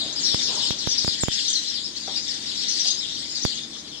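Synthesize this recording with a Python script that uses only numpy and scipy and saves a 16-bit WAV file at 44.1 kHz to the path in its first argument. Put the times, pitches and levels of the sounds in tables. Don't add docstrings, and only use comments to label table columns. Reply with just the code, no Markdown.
import sys
import numpy as np
from scipy import signal
from scipy.fft import rfft, irfft, next_fast_len
from scipy.io import wavfile
from scipy.ndimage import uniform_filter1d, map_coordinates

SR = 44100
rng = np.random.default_rng(int(sys.argv[2]) if len(sys.argv) > 2 else 0)


def persist_wave(psi):
    counts = np.round(np.clip(psi, -1, 1) * 32767).astype(np.int16)
    wavfile.write(sys.argv[1], SR, np.atleast_2d(counts).T)


N = 176400

# f/Hz, fade time/s
ECHO_FADE = [(300, 0.08), (2000, 0.41), (5000, 0.34), (10000, 0.13)]
# f/Hz, relative level/dB
RUMBLE_TONE = [(20, -23), (40, -12), (75, -9), (130, -3.5), (220, -1.5), (290, 1.5), (450, -6.5),
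               (700, -10.5), (1200, -13.5), (2500, -13.5), (6000, -88)]
# t/s, relative level/dB
RUMBLE_SWELL = [(0.0, -44), (0.46, -44.5), (1.51, -51), (2.37, -48), (4.0, -49.5)]
# f/Hz, likeness (1 = the same)
RUMBLE_LIKENESS = [(60, 0.66), (250, 0.93), (700, 0.44), (2000, 0.16)]
# f/Hz, level/dB
HUM_NOTES = [(75.4, -63.5), (220.7, -56), (286, -60), (322, -60.5)]
# f/Hz, relative level/dB
HISS_TONE = [(2000, -37), (5000, -2.5), (8000, -4), (10000, -9.5), (13000, -22.5), (14500, -41),
             (15600, -45)]
# t/s, rise/s, 60 dB fade/s, level/dB, f/Hz, Q (high = squeaky)
FLOOR_SCUFFS = [(0, 0.037, 0.91, -45, 620, 8), (0.459, 0.042, 0.81, -42.5, 350, 0.32),
                (.48, 0.035, 1, -41.5, 780, 1.9), (.5, .09, .5, -46, 953, 36),
                (2.076, .001, 0.028, -38.5, 1900, 0.97), (2.077, 0.0034, 0.23, -38, 680, 1.6),
                (2.85, 0.0065, 0.19, -43.5, 660, 1.3), (3.762, 0.0034, 0.056, -44.5, 1430, 1.6)]
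# f/Hz, relative level/dB, 60 dB fade/s
KNOCK_NOTES = [(394, -2, 0.11), (770, 5.5, 0.061), (867, -0.5, .08)]
# t/s, level before filtering/dB
VOLTAGE_STEPS = [(0.3452, -7), (0.7073, -8.5), (0.8734, -6.5), (1.0471, -10.5), (1.0792, -6.5),
                 (1.2356, -3.5), (1.2840, -5), (3.4515, -2.5)]
# t/s, relative level/dB
FLOCK_SWELL = [(0.0, -27.5), (0.12, -31.5), (0.29, -25.5), (0.34, -26), (0.7, -26), (0.76, -32.5),
               (0.9, -28), (1.11, -25), (1.28, -32.5), (1.32, -23.5), (1.59, -29), (1.65, -30),
               (1.69, -28.5), (1.95, -35), (1.97, -31), (2.06, -33), (2.18, -26.5), (2.22, -32.5),
               (2.32, -26), (2.36, -30.5), (2.87, -25), (2.97, -31), (3.2, -31.5), (3.28, -32.5),
               (3.41, -30.5), (3.49, -26.5), (3.67, -37), (4.0, -40.5)]
# f/Hz, relative level/dB
FAR_TONE = [(590, -58), (1000, -69), (1390, -19), (1940, -9), (2260, -13), (2530, -12), (3780, 2.5),
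            (4920, -29.5), (5920, -10.5), (6710, -3), (7700, -6), (8250, -13.5), (13700, -41.5),
            (14800, -79), (15500, -88)]
# f/Hz, gain/dB
CHIRP_TONE = [(1000, -18), (2500, -1), (3200, 1.5), (4000, 1.5), (5300, 5.5), (7500, 8.5), (9000, 3),
              (11000, -5), (14000, -21)]
# f/Hz, left minus right/dB
BIRD_BALANCE = [(1000, 7), (2000, 7.5), (4000, 1), (5300, 1.5), (6300, 1), (7300, -9.5), (9000, -10),
                (12000, -19)]
# t/s, length/s, opening f/Hz, middle f/Hz, closing f/Hz, relative level/dB,
# roughness (0 = a clean whistle)
NEAR_CHIRPS = [ (-.02, 0.066, 4800, 4000, 3440, -28, 0.76), (0.125, 0.015, 5540, 6500, 6700, -37, 0),
               (0.156, 0.037, 4770, 4900, 5000, -31.5, 0.54), (0.198, 0.03, 7400, 7000, 6000, -33.5, 0.94),
               (0.226, 0.062, 5600, 5600, 5170, -29, 0.72), (0.245, 0.034, 4900, 4520, 4300, -27.5, 0.68),
               (0.287, 0.027, 4270, 4570, 4800, -30, .2), (0.267, 0.038, 3950, 3930, 3980, -24, 0.5),
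               (0.302, 0.056, 5200, 5110, 5080, -34.5, 0.08), (0.384, 0.019, 3810, 3686, 3340, -26.5, 0.01),
               (0.407, 0.11, 5550, 4770, 3320, -31, 1.25), (0.547, 0.052, 6500, 5170, 3930, -32.5, 0.62),
               (0.574, 0.084, 4673, 3770, 2740, -29.5, 0.87), (0.625, 0.038, 7400, 7570, 7320, -38, 0.4),
               (0.634, .11, 5310, 3936, 3420, -30.5, 0.82), (0.783, 0.073, 5400, 4195, 3410, -30.5, 1.19),
               (0.885, 0.022, 5390, 6200, 6680, -31.5, 0.65), (0.897, 0.039, 4650, 4740, 4490, -30.5, 0.9),
               (0.912, 0.028, 5590, 5570, 4900, -28.5, 0.56), (0.976, 0.021, 4770, 4950, 4870, -23.5, 1.1),
               (1.023, 0.02, 5230, 5950, 6140, -40, .7), (1.07, 0.027, 4860, 4900, 5000, -27, 0.1),
               (1.074, 0.087, 4610, 3756, 2970, -35, 0.65), (1.202, 0.044, 7950, 7170, 6650, -29, 0.38),
               (1.32, 0.058, 5600, 4640, 4560, -31.5, 0.77), (1.377, 0.16, 5400, 4000, 3720, -32, 0.88),
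               (1.474, 0.04, 4850, 6710, 8440, -28, 0.62), (1.529, 0.018, 6500, 5580, 4500, -26, .4),
               (1.55, 0.042, 4330, 4026, 3900, -23, 0.22), (1.676, 0.045, 5580, 5260, 4500, -32.5, 0.98),
               (1.742, 0.058, 5200, 4010, 3440, -31, 0.63), (1.835, 0.038, 4920, 5140, 5220, -33, 0.69),
               (1.96, 0.024, 4280, 4480, 5070, -32.5, 0.1), (2.112, 0.046, 4400, 5200, 6300, -41, 0.54),
               (2.157, 0.029, 4830, 4790, 4850, -28.5, 0.04), (2.157, 0.025, 5200, 5100, 5150, -35, 0),
               (2.2, 0.057, 5050, 6230, 7660, -44.5, 0.47), (2.272, 0.059, 6000, 4920, 4210, -32.5, 0.74),
               (2.295, 0.022, 4880, 4970, 4980, -51, 0.17), (2.459, 0.078, 5480, 3900, 3660, -33.5, 0.84),
               (2.579, 0.091, 4700, 4135, 3470, -33, 0.5), (2.679, 0.034, 5440, 5780, 6010, -28.5, 0.83),
               (2.71, 0.1, 5460, 4510, 3940, -29.5, 0.87), (2.793, 0.036, 5850, 5650, 4760, -27, 0.33),
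               (2.839, 0.06, 4650, 4870, 5050, -26.5, 0.29), (2.867, 0.03, 6710, 6170, 5830, -33.5, 0.13),
               (2.857, 0.08, 4000, 4030, 3620, -29.5, 0.55), (2.904, 0.012, 6410, 6370, 5950, -28, 0),
               (2.971, 0.039, 4750, 5230, 5200, -33.5, 0.19), (3, .065, 4250, 3694, 3070, -32.5, 0.36),
               (3.12, .05, 5400, 5880, 5400, -44.5, 0.55), (3.136, 0.049, 4170, 3760, 3410, -36.5, 0.75),
               (3.208, 0.054, 4390, 3540, 3020, -40.5, 0.54), (3.294, 0.034, 4750, 5110, 5800, -36.5, 0.27),
               (3.298, .04, 6600, 7000, 7140, -42, 1), (3.346, 0.042, 5150, 4480, 3100, -30, 0.45),
               (3.424, 0.0164, 5400, 5960, 6400, -33.5, 0.3), (3.43, 0.062, 4600, 4560, 3640, -32.5, 0.1),
               (3.495, 0.05, 4810, 3840, 3230, -36.5, 1), (3.568, 0.036, 4110, 3620, 3400, -33.5, 0.54),
               (3.719, 0.061, 3690, 3450, 3580, -41, 0.56), (3.866, 0.049, 4800, 4380, 4120, -44, 0.28),
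               (3.9, 0.085, 3500, 3360, 2790, -41, 0.44), (3.971, 0.027, 4920, 5050, 4900, -45, .6)]


def amp(db):
    return 10 ** (np.asarray(db) / 20)


def unit(x):
    return x / np.sqrt(np.mean(x ** 2) + 1e-20)


def along(points, hz):
    f, v = np.transpose(points)
    return np.interp(np.log(hz + 1), np.log(f + 1), v)


def curve(rows):
    return np.interp(np.arange(N) / SR, *np.transpose(rows))


def wobble(rate, size=N):
    return map_coordinates(rng.standard_normal(size // 8 + 8), [np.arange(size) * rate / SR], mode="wrap")


def filtered(x, response):
    size = next_fast_len(N + SR // 2)
    return irfft(rfft(x, size) * response(np.fft.rfftfreq(size, 1 / SR)), size)[..., :N]


def toned(x, tone):
    return filtered(x, lambda hz: amp(along(tone, hz)))


def pan(db):
    gains = amp(np.array([[.5], [-.5]]) * db)
    return gains / np.sqrt(np.mean(gains ** 2, axis=0))


def add(track, start_s, sound):
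    i = round(start_s * SR)
    part = sound[..., max(-i, 0):max(N - i, 0)]
    track[..., max(i, 0):max(i, 0) + part.shape[-1]] += part


def in_shed(x, echo_db):
    hz, t, noise = signal.stft(rng.standard_normal((2, SR // 3)), SR, nperseg=256)
    fade = amp(-60 * t / along(ECHO_FADE, hz)[:, None])
    tail = signal.istft(noise * fade, SR, nperseg=256)[1]
    response = amp(echo_db) * tail / np.linalg.norm(tail[0])
    response[:, 0] += 1
    return signal.fftconvolve(x[None], response, axes=1) / np.sqrt(1 + amp(2 * echo_db))


def rumble():
    def tone_and_width(hz):
        angle = np.arccos(np.clip(along(RUMBLE_LIKENESS, hz), -1, 1)) / 2
        return amp(along(RUMBLE_TONE, hz)) * [np.cos(angle), np.sin(angle)]
    shared, side = filtered(rng.standard_normal((2, N)), tone_and_width)
    return amp(curve(RUMBLE_SWELL) + 1.5) * unit(np.array([shared + side, shared - side]))


def hum(waver_db=1.5, drift_hz=1.3):
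    out = np.zeros(N)
    for hz, db in HUM_NOTES:
        waver = amp(waver_db * wobble(rate=3.92))
        phase = 2 * np.pi * np.cumsum(hz + drift_hz * wobble(rate=14)) / SR
        out += amp(db) * unit(waver * np.sin(phase))
    return out


def hiss(level_db=-55):
    return amp(level_db) * unit(toned(rng.standard_normal((2, N)), HISS_TONE))


def scuffs():
    out, t = np.zeros((2, N)), np.arange(SR // 2) / SR
    for start, rise, fade, db, centre, q in FLOOR_SCUFFS:
        def dull_ring(hz):
            resonance = 1j * hz * centre / (centre ** 2 - hz ** 2 + 1j * hz * centre / q)
            return resonance / (1 + 1j * hz / centre / 2) ** 2
        noise = unit(filtered(rng.standard_normal(N), dull_ring))
        envelope = np.minimum(t / rise, 1) * amp(db - 60 * np.maximum(t - rise, 0) / fade)
        add(out, start, in_shed(noise[:len(t)] * envelope, echo_db=-3))
    return out


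def knock(start_s=2.0765, attack_s=0.0015, gain_db=-35):
    out, t = np.zeros((2, N)), np.arange(SR // 4) / SR
    ring = sum(amp(db - 60 * t / fade) * np.sin(2 * np.pi * hz * t) for hz, db, fade in KNOCK_NOTES)
    onset = 1 - np.exp(-t / attack_s)
    add(out, start_s, in_shed(amp(gain_db) * ring * onset, echo_db=-4))
    return out


def pops(leak_hz=40, low_cut_hz=107, q=0.76, top_hz=12700):
    jumps = np.zeros(N)
    for start, db in VOLTAGE_STEPS:
        jumps[round(start * SR)] = amp(db)
    leaking = signal.lfilter([1], [1, -np.exp(-2 * np.pi * leak_hz / SR)], jumps)
    low_cut = lambda hz: -hz ** 2 / (low_cut_hz ** 2 - hz ** 2 + 1j * hz * low_cut_hz / q)
    right = filtered(leaking, lambda hz: low_cut(hz) / (1 + 1j * hz / top_hz))
    return np.array([np.zeros(N), right])


def far_birds(patchy_db=3, gain_db=-7.5):
    noise = signal.stft(rng.standard_normal((2, N)), nperseg=512)[2]
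    patches = uniform_filter1d(rng.standard_normal(noise.shape[1:]), size=7, axis=0)
    patches = uniform_filter1d(patches, size=8, axis=1)
    wash = signal.istft(noise * amp(patchy_db * unit(patches)), nperseg=512)[1][:, :N]
    return amp(gain_db) * unit(toned(wash, FAR_TONE)) * pan(db=2.5)


def chirp(length, opening, middle, closing, rough, rasp_hz=407.7):
    size = int(np.clip(length * SR, SR // 100, SR // 6))
    progress = np.linspace(0, 1, size)
    rasp = rough * wobble(rate=750, size=SR // 6)[:size]
    flutter_db = rough * wobble(rate=375, size=SR // 6)[:size]
    glide_hz = np.polyval(np.polyfit([0, .5, 1], [opening, middle, closing], 2), progress)
    phase = 2 * np.pi * np.cumsum(glide_hz + rasp_hz * rasp) / SR
    whistle = np.sin(phase) + amp(-20) * np.sin(2 * phase)
    ramp = np.minimum(progress / 0.17, (1 - progress) / 0.24)
    envelope = np.sin(np.pi / 2 * np.minimum(1, ramp)) ** 2
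    return envelope * unit(amp(flutter_db) * whistle)


def crowd(perches=12, calls_per_s=150, typical_hz=4700, typical_s=.032, scatter_db=1.8, gain_db=-5.3):
    out, gap_s = np.zeros((2, N)), perches / calls_per_s
    for _ in range(perches):
        voice = np.zeros(N)
        for k, (when, pitch, span, loudness, bend, drop) in enumerate(rng.standard_normal((56, 6))):
            middle = typical_hz * np.exp(.17 * np.clip(pitch, -2, 2))
            opening, closing = middle * (.92 + 0.0797 * bend), middle * (.8 + 0.078 * drop)
            call = chirp(typical_s * np.exp(.3 * span), opening, middle, closing, rough=.33)
            gain = amp(scatter_db * loudness) * typical_hz / middle
            add(voice, (k - 1 + when / 2) * gap_s, gain * call)
        out += in_shed(voice, echo_db=-1)[:, :N]
    return amp(gain_db) * unit(out) * pan(db=8.5)


def near_birds():
    out = np.zeros((2, N))
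    for start, length, opening, middle, closing, db, rough in NEAR_CHIRPS:
        call = chirp(length, opening, middle, closing, rough)
        add(out, start, amp(db) * in_shed(call, echo_db=-3))
    return out * pan(db=9)


def scene(left_lag_s=8e-5):
    def two_sides(hz):
        lag = np.exp(np.pi * hz * left_lag_s * np.array([[-1j], [1j]]))
        return pan(along(BIRD_BALANCE, hz)) * lag
    swell = amp(curve(FLOCK_SWELL))
    calls = toned(near_birds() + swell * crowd(), CHIRP_TONE)
    birds = filtered(calls + swell * far_birds(), two_sides)
    return birds + rumble() + hum() + hiss() + scuffs() + knock() + pops()


def record(dry):
    return filtered(dry, lambda hz: 1 / (1 + (hz / 15300) ** 80))


dry = scene()
out = record(dry)
persist_wave(out)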